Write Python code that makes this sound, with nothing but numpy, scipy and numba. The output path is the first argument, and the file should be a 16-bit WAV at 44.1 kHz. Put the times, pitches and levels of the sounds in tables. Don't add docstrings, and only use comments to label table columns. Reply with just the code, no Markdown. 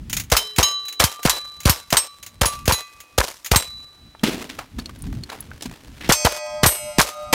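import sys
import numpy as np
from scipy import signal
from scipy.fft import rfft, irfft, next_fast_len
from scipy.io import wavfile
from scipy.ndimage import uniform_filter1d, minimum_filter1d, map_coordinates
from numba import njit

SR = 44100
rng = np.random.default_rng(int(sys.argv[2]) if len(sys.argv) > 2 else 0)


def ratio_of_db(decibels):
    return 10 ** (np.asarray(decibels, float) / 20)


def transcribe(signal):
    frames = np.atleast_2d(signal).T
    limited = np.clip(frames, -1, 1)
    pcm = np.round(limited * 32767).astype(np.int16)
    wavfile.write(sys.argv[1], SR, pcm)


N = 323683

# t/s, level/dB
WIND_LEVEL = [(0, -31), (.25, -35), (.5, -56), (2.1, -50), (2.65, -28.5), (2.9, -60), (3.9, -46.5),
              (4.9, -39), (5.08, -31), (5.4, -42)]
# f/Hz, relative level/dB per Hz
WIND_COLOUR = [(20, -2.5), (65, 9), (265, -4), (500, -28.5)]
# f/Hz, relative level/dB per Hz
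GRIT_COLOUR = [(180, -55), (280, 0), (480, -9), (1300, -11), (3520, -13), (15900, -27)]
# t/s, level/dB
RUSTLE_LEVEL = [(4.2, -59), (4.35, -38), (4.7, -52.5), (6.05, -49), (6.2, -63)]
# t/s, relative level/dB, knock f/Hz, t60/s
GEAR_KNOCKS = [(4.2329, -1, 220, 0.061), (4.237, -19, 2640, 0.37), (4.262, -18.5, 250, 0.57),
               (4.493, -24.5, 2560, 0.12), (4.587, -22.5, 960, 0.14), (4.783, -24, 230, 0.11),
               (4.893, -27.5, 1180, 0.036), (1.192, -26, 693, .06), (5.125, -29.5, 895, 0.038),
               (5.291, -33.5, 1440, 0.28), (5.3, -18, 3300, 0.017), (5.317, -29, 790, 0.22),
               (5.609, -24, 3670, 0.023), (5.622, -25.5, 5330, 0.1), (5.655, -18.5, 246, 0.054),
               (6.008, -32, 2050, 0.55), (6.044, -30.5, 2700, 0.5)]
# t/s, level/dB, ring f/Hz
METAL_CHINKS = [(4.15, -29.5, 900), (4.195, -35.5, 3240), (4.798, -27, 4460), (4.8585, -23.5, 4310),
                (4.989, -41.5, 10900), (5.0215, -29, 9530), (5.2364, -23.5, 4310), (5.4057, -22.5, 11220),
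                (5.5153, -29, 1510)]
# t/s, relative level/dB
ACTION_CLICKS = [(0.0973, -20.5), (0.129, -10.5), (0.167, -10.5), (0.198, -15.5), (0.236, -33),
                 (0.852, -25), (0.3001, -23.5), (0.8822, -16.5), (0.9255, -21.5), (1.6027, -21),
                 (1.6324, -25.5), (2.228, -20), (2.2633, -20), (3.0023, -23.5), (3.4459, -15.5),
                 (3.46, -11), (7.222, -35)]
# f/Hz, width/Hz, relative level/dB
RECEIVER_MODES = [(2300, 1400, -13), (6670, 350, -2.5), (7300, 76, -8)]
PLATE_MODES = { "a": [(424, -36, -46), (1165, -39.5, -24.5), (1930, -43, -40.5), (2840, -41.5, -33),
               (3090, -25, -22.5), (3962, -23.5, -15), (5200, -35, -32.5), (6550, -44, -25)],
               "b": [(1186, -27.5, -33), (3140, -34.5, -38.5), (3973, -34, -23.5)], "c": [(1152, -38, -35),
               (3978, -39, -33.5), (5120, -45, -50.5), (5400, -41.5, -34.5), (8270, -47.5, -31.5),
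               (11719, -48.5, -67.5)], "d": [(1168, -22, -36.5), (2000, -51, -36.5), (2512, -41, -34.5),
               (2740, -42, -46), (4000, -38.5, -32), (6660, -41.5, -36), (9940, -41.5, -47.5)],
               "e": [(1190, -41, ), (3962, -21.5, ), (7558, -43.5, ), (8333, -39, )], "f": [(604, -17.5),
               (709, -31.5), (870, -27.5), (1027, -31), (1252, -27), (1965, -26.5), (2238, -28),
               (2501, -18), (3276, -23), (4469, -22.5), (4817, -20), (5354, -19), (5582, -23.5),
               (6044, -23), (6259, -13.5), (7531, -18), (8340, -16.5)], "g": [(598, -27.5), (1382, -39.5),
               (2242, -34.5), (2840, -29), (3884, -48.5), (5122, -28), (6037, -31), (6382, -42),
               (7934, -32), (8236, -21.5), (9134, -25.5), (10075, -28), (11637, -30), (13021, -40),
               (14503, -34)], "h": [(597.5, -31), (748.3, -37.5), (1233, -29), (1346, -38.5), (3801, -36.5),
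               (6282, -40.5)]}
# f/Hz, t60/s
LASTING_MODES = [(1189, 1.07), (2508, 0.77), (3970, 0.75)]
# t/s, plate, splatter relative level/dB, low swing level/dB
BULLET_STRIKES = [(0.3671, "a", -0.5, -15), (0.6289, "a", -4.5, -12.5), (1.0395, "b", -0.5, 7.5),
                  (1.2957, "b", -1.5, -29), (1.6955, "c", -1, 10), (1.969, "c", 2.5, -18),
                  (2.4568, "d", -5.5, -1.5), (2.7225, "d", -5.5, 1), (3.5593, "e", 1.5, 9),
                  (6.122, "f", 10, 0), (6.662, "g", 0.5, 11), (7.014, "h", -3, -10)]
# f/Hz, relative level/dB per Hz
DULL_COLOUR = [(150, -26.5), (520, 0), (1030, -6.5), (5000, -16.5), (9000, -60)]
# f/Hz, relative level/dB per Hz
BRIGHT_COLOUR = [(880, 4.5), (1500, -3), (5660, 0.5), (15100, -9), (15900, -21.5)]
# delay after the shot t/s, level/dB relative to the blast,
# nominal f/Hz, time to peak t/s, relative width (also the share of noise against tone)
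RIFLE_ECHOES = [(.0038, -5.5, 2500, .0005, .7), (.0205, 2, 800, 0.0011, 0.96),
                (0.0304, 5, 1013, 0.0017, 0.74)]
# delay t/s, relative level/dB, nominal f/Hz, time to peak t/s, relative width
REVOLVER_ECHOES = [(.005, 1.2, 1606, .004, 1), (.021, 5.3, 890, 0.0024, 1)]
# t/s, low swing level/dB, swing stretch (factor on its time)
RIFLE_SHOTS = [(.3198, 10.5, 1.3), (.5847, 8.5, 1.04), (.9997, 0.5, 1.04), (1.2527, 13.5, 0.5),
               (1.6567, 13, 1.04), (1.9266, 10, 0.56), (2.415, 11, 1.25), (2.6789, 12, 0.95),
               (3.1818, 9.5, 1.25), (3.516, 10.5, 1.22)]
# t/s, low swing level/dB, swing stretch (factor on its time)
REVOLVER_SHOTS = [(6.0927, 14.8, 0.48), (6.2483, 12.2, 0.92), (6.6329, 14, 0.6), (6.9846, 12.4, 0.44),
                  (7.3288, 4.8, 0.55)]
PAIRED_SHOTS = RIFLE_SHOTS[1:8:2]


def unit(x):
    return x / np.sqrt(np.mean(x ** 2) + 1e-20)


def noise(points, size):
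    hz, db = np.transpose(points)
    padded = next_fast_len(size)
    log_hz = np.log(np.fft.rfftfreq(padded, 1 / SR) + 1)
    gain = ratio_of_db(np.interp(log_hz, np.log(hz), db, -120, -120))
    return unit(irfft(rfft(rng.standard_normal(padded)) * gain, padded)[:size])


def band(size, hz, width):
    points = [(hz / 8, -60), (hz / (1 + width), -9), (hz, 0), (hz * (1 + width), -9), (hz * 8, -45)]
    return noise(points, size)


def curve(rows):
    s, db = np.transpose(rows)
    return np.interp(np.arange(N) / SR, s, db, -120, db[-1])


def wobble(rate, size=N):
    knots = rng.standard_normal(int(size * rate / SR) + 4)
    return map_coordinates(knots, [np.arange(size) * rate / SR])


def add(out, s, x):
    i = round(s * SR)
    out[i:i + len(x)] += x[:max(len(out) - i, 0)]


def wind():
    lumps = ratio_of_db(6 * wobble(13))
    buffeting = unit(lumps * noise(WIND_COLOUR, N))
    hiss = ratio_of_db(-56.0 + 2.0 * wobble(1.2)) * noise(GRIT_COLOUR, N)
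    return ratio_of_db(curve(WIND_LEVEL)) * buffeting + hiss


def rustle():
    cloth = unit(ratio_of_db(3 * wobble(25) + 6 * wobble(300)) * noise(GRIT_COLOUR, N))
    rumble = ratio_of_db(-4.5 + 5.7 * wobble(13)) * band(N, 260, width=0.27)
    return ratio_of_db(curve(RUSTLE_LEVEL)) * (cloth + rumble)


def gear():
    out, t = np.zeros(N), np.arange(SR // 3) / SR
    for s, db, hz, t60 in GEAR_KNOCKS:
        uneven = ratio_of_db(3.5 * wobble(250, len(t)))
        if hz < 250:
            knock = 2 * np.sin(2 * np.pi * hz * t)
        else:
            knock = band(len(t), hz, width=0.99)
        envelope = ratio_of_db(db - 60 * t / t60) * (1 - np.exp(-t * hz)) * uneven
        add(out, s, envelope * (ratio_of_db(-5.5) * knock + ratio_of_db(-8.5) * noise(GRIT_COLOUR, len(t))))
    for s, db, hz in METAL_CHINKS:
        ring = np.sin(2 * np.pi * hz * t) + ratio_of_db(-7) * band(len(t), hz, width=0.74)
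        add(out, s, ratio_of_db(db - 60 * t / 0.024) * ring)
    return out


def action():
    rattle, t = np.zeros(N), np.arange(SR // 5) / SR
    slams = [(shot[0] - 0.023, -11.5) for shot in PAIRED_SHOTS]
    for s, db in ACTION_CLICKS + slams:
        envelope = ratio_of_db(db - 60 * t / 0.086) * (1 - np.exp(-t / 0.0002))
        add(rattle, s, envelope * rng.standard_normal(len(t)))
    f = np.fft.rfftfreq(N, 1 / SR)
    steel = 0.15
    for k, (hz, width, db) in enumerate(RECEIVER_MODES):
        resonance = 1j * f * width / (hz * hz - f * f + 1j * f * width)
        steel = steel + (-1) ** k * ratio_of_db(db) * resonance
    tilt = f / (f + 900) * (f < 15900)
    return ratio_of_db(9.5) * irfft(rfft(rattle) * steel * tilt, N)


def swing(t, stretch):
    u = t / stretch
    cycles = 47 * u + 0.36 * np.log(1 + u / 0.00064)
    return np.sin(2 * np.pi * cycles) * (1.3 - np.exp(-u / 0.0052)) * np.exp(-u / 0.011)


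def plate_ring(t, plate, visit, splat_db):
    hz, *by_strike = np.transpose(PLATE_MODES[plate])[..., None]
    level_db = by_strike[visit]
    weak = rng.random((2, 48, 1))
    top_db, spread_db = (-34, 6) if plate in "fg" else (-45, 22)
    hz = np.vstack([hz, 1000 + 14000 * weak[0]])
    level_db = np.vstack([level_db, top_db - spread_db * weak[0] - 10 * weak[1]])
    t60_1khz, slope = (2.6, -.8) if plate in "fgh" else (.6, -.55)
    t60 = t60_1khz * (hz / 1000) ** slope
    linger = ratio_of_db(-30.5 - 60 * t / (16 * t60))
    for tone_hz, lasting in LASTING_MODES:
        t60 = np.where(abs(hz / tone_hz - 1) < .004, lasting, t60)
    luck = rng.standard_normal((4, len(hz), 1))
    beat = 1 + .3 * np.cos(2 * np.pi * (5 * luck[2] * t + luck[3]))
    flash_db = 1.24 * min(ratio_of_db(splat_db), 1) * hz / 1000 * np.exp(-t / 0.037)
    fade = ratio_of_db(flash_db - 60 * (t - .1) / t60) + linger
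    tones = np.sin(2 * np.pi * hz * t + 3 * luck[1])
    ring = (ratio_of_db(level_db + 1.5 * luck[0]) * fade * beat * tones).sum(axis=0)
    return ring * (1 - np.exp(-t / 0.0022))


def plates():
    out, t = np.zeros(N), np.arange(int(1.5 * SR)) / SR
    struck = []
    for s, plate, splat_db, swing_db in BULLET_STRIKES:
        ring = plate_ring(t, plate, struck.count(plate), splat_db)
        struck.append(plate)
        splat = (ratio_of_db(5 - 60 * t / 0.09) + ratio_of_db(-0.5 - 60 * t / 0.014)) * noise(BRIGHT_COLOUR, len(t))
        add(out, s, ring + ratio_of_db(splat_db) * splat + ratio_of_db(swing_db) * swing(t, 0.85))
    return out


def scatter(t, near_db, near_t60, bank_db, valley_db, valley_t60, far_db):
    bank_end = 1 + np.exp(np.clip((t - .14) / 0.0076, -50, 50))
    shelf = ratio_of_db(bank_db - 44.5 * t) / bank_end
    far = shelf + ratio_of_db(valley_db - 60 * t / valley_t60)
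    return ratio_of_db(near_db - 60 * t / near_t60) + ratio_of_db(far_db) * far


def blast(t, far_db):
    uneven = ratio_of_db(3 * wobble(90, len(t)) + 4.5 * wobble(900, len(t)))
    front = (1 - t / 0.00028) * np.exp(-t / 0.0001)
    dull = scatter(t, near_db=-1, near_t60=0.15, bank_db=-26, valley_db=-52, valley_t60=2.5, far_db=far_db)
    bright = scatter(t, near_db=-1.5, near_t60=0.11, bank_db=-20.5, valley_db=-30, valley_t60=0.85,
                     far_db=far_db)
    return front + uneven * (dull * noise(DULL_COLOUR, len(t)) + bright * noise(BRIGHT_COLOUR, len(t)))


def slap(t, db, hz, length, width):
    aim = rng.standard_normal(2)
    u = t / length
    hiss = width * band(len(t), hz * 1.12 ** aim[1], width)
    tone = 2 * (1 - width) * np.sin(2 * np.pi * hz * t)
    return ratio_of_db(db + 1.5 * aim[0]) * u * np.exp(1 - u) * (hiss + tone)


def gun(shots, slaps, db, far_db, lead_s, turn_db):
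    out, t = np.zeros(N), np.arange(int(.6 * SR)) / SR
    for s, swing_db, stretch in shots:
        push = ratio_of_db(-17.5 - 60 * t / 0.18) * np.sin(2 * np.pi * 52 * t)
        add(out, s, ratio_of_db(db) * blast(t, far_db) + ratio_of_db(swing_db) * (swing(t, stretch) + push))
        envelope = ratio_of_db(db - 6 - 60 * t / 0.19) * (1 - np.exp(-t / 0.0021))
        add(out, s - lead_s, envelope * noise(BRIGHT_COLOUR, len(t)))
        turned_db = db + turn_db * (s - 2)
        for delay, level_db, hz, length, width in slaps:
            add(out, s + delay, slap(t[:2600], turned_db + level_db, hz, length, width))
    return out


def scene():
    background = wind() + rustle() + gear() + action()
    rifle = gun(RIFLE_SHOTS, RIFLE_ECHOES, db=-1.5, far_db=-0.5, lead_s=0.0037, turn_db=1.5)
    revolver = gun(REVOLVER_SHOTS, REVOLVER_ECHOES, db=1.5, far_db=-3.5, lead_s=0.0025, turn_db=0)
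    return (background + plates() + rifle + revolver)[None]


@njit
def ducking(need_db, back):
    gain_db = np.zeros(len(need_db))
    for i in range(1, len(need_db)):
        gain_db[i] = min(need_db[i], gain_db[i - 1] * back)
    return gain_db


def gain_control(x):
    power = np.abs(uniform_filter1d(x[0] ** 2, size=88))
    need_db = np.minimum(0, -7 - 10 * np.log10(power + 1e-12))
    ahead_db = minimum_filter1d(need_db, size=133)
    gain_db = ducking(ahead_db, np.exp(-1 / (.25 * SR)))
    return x * ratio_of_db(uniform_filter1d(gain_db, size=88))


def top_cut(x):
    return signal.sosfilt(signal.butter(12, 16990, fs=SR, output="sos"), x)


def record(dry):
    ducked = gain_control(dry)
    mix = ducked / (1 + np.abs(ducked / .97) ** 5) ** (1 / 5)
    return top_cut(mix)


dry = scene()
out = record(dry)
transcribe(out)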